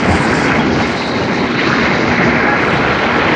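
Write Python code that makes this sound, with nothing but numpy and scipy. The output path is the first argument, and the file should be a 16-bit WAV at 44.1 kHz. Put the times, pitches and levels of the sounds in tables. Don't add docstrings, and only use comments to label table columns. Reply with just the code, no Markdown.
import sys
import numpy as np
from scipy import signal
from scipy.fft import rfft, irfft
from scipy.io import wavfile
from scipy.ndimage import uniform_filter1d, minimum_filter1d

SR = 44100
rng = np.random.default_rng(int(sys.argv[2]) if len(sys.argv) > 2 else 0)


def store_wav(level_fs):
    pcm = np.round(np.clip(np.atleast_2d(level_fs), -1, 1) * 32767)
    wavfile.write(sys.argv[1], SR, pcm.T.astype(np.int16))


N = 147735

# time in seconds, upper rumble in dB, lower rumble in dB, deep thud in dB.
RUMBLE_LEVELS = [(0, -19.5, -19.5, -35), (.1, -20, -15, -21), (.3, -20, -21, -25), (.5, -19, -18, -29),
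                 (.74, -18, -18, -24.5), (1.02, -26.5, -24, -34.5), (1.28, -20.5, -20.5, -30.5),
                 (1.6, -20, -22.5, -32.5), (1.97, -18.5, -20.5, -30.5), (2.25, -19.5, -19, -27),
                 (2.6, -19, -24.5, -30.5), (2.78, -21, -19.5, -25), (3.02, -22.5, -24, -28.5),
                 (3.35, -19.5, -21.5, -29)]
# frequency in Hz, relative strength in dB per Hz.
UPPER_RUMBLE_COLOUR = [(235, -34), (270, 4), (310, 4.5), (380, 1.5), (450, -2), (510, -37.5)]
LOWER_RUMBLE_COLOUR = [(110, -22), (130, -2.5), (170, -1), (230, 0), (270, -4), (310, -24.5)]
DEEP_THUD_COLOUR = [(20, -34.5), (36, -37), (44, -11), (55, -16), (74, -2.5), (130, -4.5), (150, -17)]

# time in seconds, level in dB.
GEAR_LEVEL = [(0, -25.5), (.25, -40), (.5, -20.5), (.8, -22), (1.0, -33), (1.5, -26), (1.9, -25),
              (2.3, -21), (2.6, -30), (3.35, -27)]
GEAR_HZ, GEAR_WOBBLE_HZ = 237.7, 1.0

# time in seconds, low band in dB, middle band in dB, high band in dB, top band in dB.
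CLATTER_LEVELS = [(0, -23, -21.5, -25, -31), (.1, -17, -23, -23, -31), (.17, -21, -24, -23.5, -30),
                  (.27, -20.5, -20, -23, -33), (.39, -21, -22.5, -23.5, -32),
                  (.5, -17.5, -20, -18.5, -31.5), (.64, -22, -24.5, -26, -31.5),
                  (.76, -19.5, -26, -27.5, -32), (.85, -21.5, -23, -23, -30.5),
                  (.95, -22.5, -28.5, -27, -33.5), (1.08, -21.5, -27.5, -28.5, -34),
                  (1.28, -22, -26.5, -27, -35), (1.44, -22, -28, -24.5, -34),
                  (1.54, -26.5, -22.5, -26, -29.5), (1.61, -21, -21.5, -20, -26.5),
                  (1.73, -22.5, -17, -26, -30.5), (1.85, -19.5, -20, -17, -27),
                  (2.0, -20.5, -23, -23, -31.5), (2.22, -19, -20.5, -19, -31.5),
                  (2.47, -21, -21.5, -21, -35), (2.6, -19, -19, -21.5, -31.5),
                  (2.74, -18.5, -20, -22, -27.5), (3.0, -19, -21, -23, -29), (3.35, -17, -19.5, -19.5, -25)]
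# frequency in Hz, relative strength in dB per Hz.
LOW_STONE_COLOUR = [(250, -42.5), (430, -4), (475, 0), (615, -2), (817, -0.5), (1150, -7), (1500, -59.5),
                    (2530, -120)]
MIDDLE_STONE_COLOUR = [(950, -10.5), (1100, -7.5), (1350, 2), (1650, 1), (1800, -7.5), (2000, -32)]
HIGH_STONE_COLOUR = [(1600, -35.5), (1800, 2), (2170, 6), (2600, -7), (2900, -39.5)]
TOP_STONE_COLOUR = [(2350, -14), (2600, -8), (3000, -7), (3400, -10.5), (3700, -15)]
STONES_PER_S, STONE_SPREAD_DB = 7000, 2.3
STONE_CYCLES, SURGE_DB = 14.5, 1.2

# pitch in Hz, level in dB before the overall chute level, time to fade by 60 dB in seconds.
CHUTE_NOTES = [(830, -30, .15), (1355, -40, .08), (1675, -29, .15)]
# time in seconds, change in dB added to every note.
CHUTE_CHANGES = [(0, -4), (.9, -8.5), (1.6, -7.5), (2.36, -6), (2.44, 8.5), (2.54, 10), (2.62, -14),
                 (2.82, -3), (2.88, -2), (2.96, -5), (3.35, 4.5)]
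CHUTE_HITS_PER_S = 600

# time in seconds, motor hiss in dB, gravel rustle in dB.
HISS_LEVELS = [(0, -38, -34.5), (.2, -36.5, -34), (.4, -37.5, -30.5), (.55, -38, -35), (.65, -37, -37.5),
               (.78, -34.5, -33.5), (.9, -35, -34.5), (.98, -28.5, -36.5), (1.1, -30.5, -37),
               (1.23, -32, -38), (1.31, -37, -38), (1.4, -30.5, -35.5), (1.48, -35.5, -39),
               (1.63, -27.5, -35.5), (1.85, -30, -35.5), (2.1, -33.5, -35), (2.35, -36.5, -39.5),
               (2.7, -34.5, -39.5), (3.35, -32.5, -38.5)]
# time in seconds, level in dB.
TOP_RUSTLE_LEVEL = [(0, -50), (.06, -40), (.14, -41.5), (.22, -33), (.3, -43.5), (.38, -33.5), (.46, -43.5),
                    (.56, -49.5), (.67, -64), (.88, -47), (1.15, -52.5), (1.5, -58), (2.5, -70),
                    (2.69, -47), (2.85, -58), (3.35, -59)]
# frequency in Hz, relative strength in dB per Hz.
MOTOR_COLOUR = [(3300, -32), (3650, -6), (3900, -3), (4250, -4.5), (4550, -12), (5000, -19.5)]
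RUSTLE_COLOUR = [(4100, -17.5), (4550, -1.5), (5300, -5.5), (6000, -8), (6700, -14), (7200, -19),
                 (7700, -35)]
TOP_RUSTLE_COLOUR = [(6300, -29.5), (7000, -9.5), (7600, -6), (8200, -9), (9200, -1), (10200, -24)]

# start in seconds, level in dB before the fade-in, pitch in Hz, time to fade by 60 dB in seconds.
NEAR_STONES = [(.056, -10, 650, .08), (.114, -15, 2100, .05), (.123, -10, 780, .07), (.206, -11, 985, .06),
               (.222, -11, 1000, .06), (.248, -10, 800, .07), (.252, -13, 1450, .05), (.327, -7, 1570, .06),
               (.329, -12, 1250, .04), (.355, -22, 7350, .03), (.402, -24, 3300, .07),
               (.432, -25, 7150, .025), (.441, -11, 1540, .06), (.48, -23, 3260, .07),
               (.501, -11, 1590, .04), (.528, -11, 1550, .07), (.595, -17, 3280, .09),
               (.597, -11, 860, .07), (.704, -22, 3270, .06), (.83, -24, 3770, .12), (.833, -13, 2150, .07),
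               (.849, -13, 1410, .05), (1.024, -17, 2050, .05), (1.153, -16, 2120, .06),
               (1.22, -23, 2850, .09), (1.277, -13, 902, .05), (1.344, -15, 1800, .04),
               (1.591, -12, 1980, .07), (1.61, -21, 3650, .07), (1.677, -19, 2900, .04),
               (1.7, -10, 1290, .045), (1.731, -11, 1420, .045), (1.787, -12, 1040, .045),
               (1.79, -23, 3600, .05), (1.795, -25, 4850, .05), (2.183, -11, 1890, .05),
               (2.225, -11, 1920, .09), (2.27, -11, 650, .12), (2.3, -13, 1750, .08),
               (2.404, -11, 1600, .07), (2.408, -25, 4800, .04), (2.675, -13, 1620, .07),
               (2.684, -12, 1360, .12), (2.69, -23, 3950, .05), (2.735, -12, 860, .08),
               (2.91, -12, 1330, .09), (3.095, -13, 1630, .045), (3.155, -13, 1620, .045)]
HEAVY_ROCKS = [(.07, -13, 450, .15), (.085, -7, 90, .32), (.12, -13, 320, .2), (.28, -11, 220, .18),
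               (.335, -13, 165, .22), (.375, -14, 340, .15), (.505, -10, 215, .2), (.585, -13, 130, .2),
               (.61, -13, 315, .25), (1.2, -18, 100, .2), (2.06, -18, 95, .2), (2.29, -12, 200, .22),
               (2.72, -17, 85, .3), (2.745, -13, 140, .25), (2.845, -12, 200, .18)]
STONE_ATTACK_S, ROCK_ATTACK_S = .002, .02

LIMIT, LIMIT_WINDOW_S = .92, .004
CUTOFF_HZ = 10300


def from_db(db):
    return 10 ** (np.asarray(db) / 20)


def rms_one(x):
    return x / np.sqrt(np.mean(x ** 2) + 1e-20)


def in_time(rows):
    seconds, *columns = np.transpose(rows)
    return [np.interp(np.arange(N) / SR, seconds, column) for column in columns]


def drift(rate):
    step = 40
    r = np.exp(-2 * np.pi * rate * step / SR)
    chance = rng.standard_normal(N // step + 2002)
    slow = signal.lfilter([1], [1, -2 * r, r * r], chance)[2000:]
    return np.interp(np.arange(N) / step, np.arange(len(slow)), rms_one(slow))


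def ring(clicks, hz, t60):
    r = from_db(-60 / (t60 * SR))
    w = 2 * np.pi * hz / SR
    return signal.lfilter([0, np.sin(w)], [1, -2 * r * np.cos(w), r * r], clicks + 1e-18)


def colour(x, spectrum):
    hz, db = np.transpose(spectrum)
    bins = np.maximum(np.arange(N // 2 + 1) * SR / N, 1)
    curve_db = np.interp(np.log(bins), np.log(hz), db, -120, -120)
    return rms_one(irfft(rfft(x) * from_db(curve_db), N))


def noise(spectrum, flicker_db, rate):
    flickering = rng.standard_normal(N) * from_db(flicker_db * drift(rate))
    return colour(flickering, spectrum)


def hail(per_s, spread_db, surge_db):
    extra_db = spread_db * np.minimum(rng.exponential(1, N), 4)
    sizes = from_db(extra_db) * rng.choice([-1, 1], N)
    hits = rng.random(N) < per_s * from_db(surge_db) / SR
    return sizes * hits


def rumble():
    upper_db, lower_db, deep_db = in_time(RUMBLE_LEVELS)
    upper = from_db(upper_db) * noise(UPPER_RUMBLE_COLOUR, 1.34, 8.2)
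    lower = from_db(lower_db) * noise(LOWER_RUMBLE_COLOUR, 1.0, 9.7)
    deep = from_db(deep_db) * noise(DEEP_THUD_COLOUR, 0.99, 6.0)
    return upper + lower + deep


def gear_tone():
    pitch = GEAR_HZ + GEAR_WOBBLE_HZ * drift(7.7)
    phase = 2 * np.pi * np.cumsum(pitch) / SR
    level_db = in_time(GEAR_LEVEL)[0] + 2 * drift(6)
    return from_db(level_db) * np.sqrt(2) * np.sin(phase)


def clatter():
    clicks = hail(STONES_PER_S, STONE_SPREAD_DB, SURGE_DB * drift(14.0))
    pitches = np.geomspace(380, 4000, 36)
    dealt = rng.integers(0, 36, N)
    rings = np.zeros(N)
    for k, hz in enumerate(pitches):
        rings += np.sqrt(hz) * ring(clicks * (dealt == k), hz, STONE_CYCLES / hz)
    colours = (LOW_STONE_COLOUR, MIDDLE_STONE_COLOUR, HIGH_STONE_COLOUR, TOP_STONE_COLOUR)
    return sum(from_db(db) * colour(rings, band) for db, band in zip(in_time(CLATTER_LEVELS), colours))


def chute():
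    rings = np.zeros(N)
    for hz, db, t60 in CHUTE_NOTES:
        hits = hail(CHUTE_HITS_PER_S, 2.0, 0)
        rings += from_db(db) * rms_one(ring(hits, hz, t60))
    return from_db(in_time(CHUTE_CHANGES)[0]) * rings


def motor_hiss():
    return from_db(in_time(HISS_LEVELS)[0]) * noise(MOTOR_COLOUR, 1.2, 15)


def gravel_rustle():
    grit = hail(11000, 3.0, 2.9 * drift(16.0))
    rustle = from_db(in_time(HISS_LEVELS)[1]) * colour(grit, RUSTLE_COLOUR)
    top_db = in_time(TOP_RUSTLE_LEVEL)[0] + 2 * drift(30)
    return rustle + from_db(top_db) * colour(grit, TOP_RUSTLE_COLOUR)


def single_hits(rows, attack_s):
    out = np.zeros(N + SR)
    t = np.arange(SR // 3) / SR
    for start, db, hz, t60 in rows:
        i = int(start * SR)
        fading = from_db(db - 60 * t / t60)
        fade_in = np.minimum(t / attack_s, 1)
        out[i:i + len(t)] += fading * fade_in * np.sin(2 * np.pi * hz * t)
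    return out[:N]


def scene():
    machinery = rumble() + gear_tone()
    gravel = clatter() + chute() + gravel_rustle()
    falls = single_hits(NEAR_STONES, STONE_ATTACK_S) + single_hits(HEAVY_ROCKS, ROCK_ATTACK_S)
    return (machinery + gravel + motor_hiss() + falls)[None]


def record(dry):
    width = int(LIMIT_WINDOW_S * SR)
    need = LIMIT / np.maximum(np.abs(dry), LIMIT)
    lowest = minimum_filter1d(need, 2 * width + 1)
    gain = uniform_filter1d(uniform_filter1d(lowest, width), width)
    top_cut = signal.cheby2(12, 70, CUTOFF_HZ, fs=SR, output="sos")
    return signal.sosfilt(top_cut, gain * dry)


dry = scene()
out = record(dry)
store_wav(out)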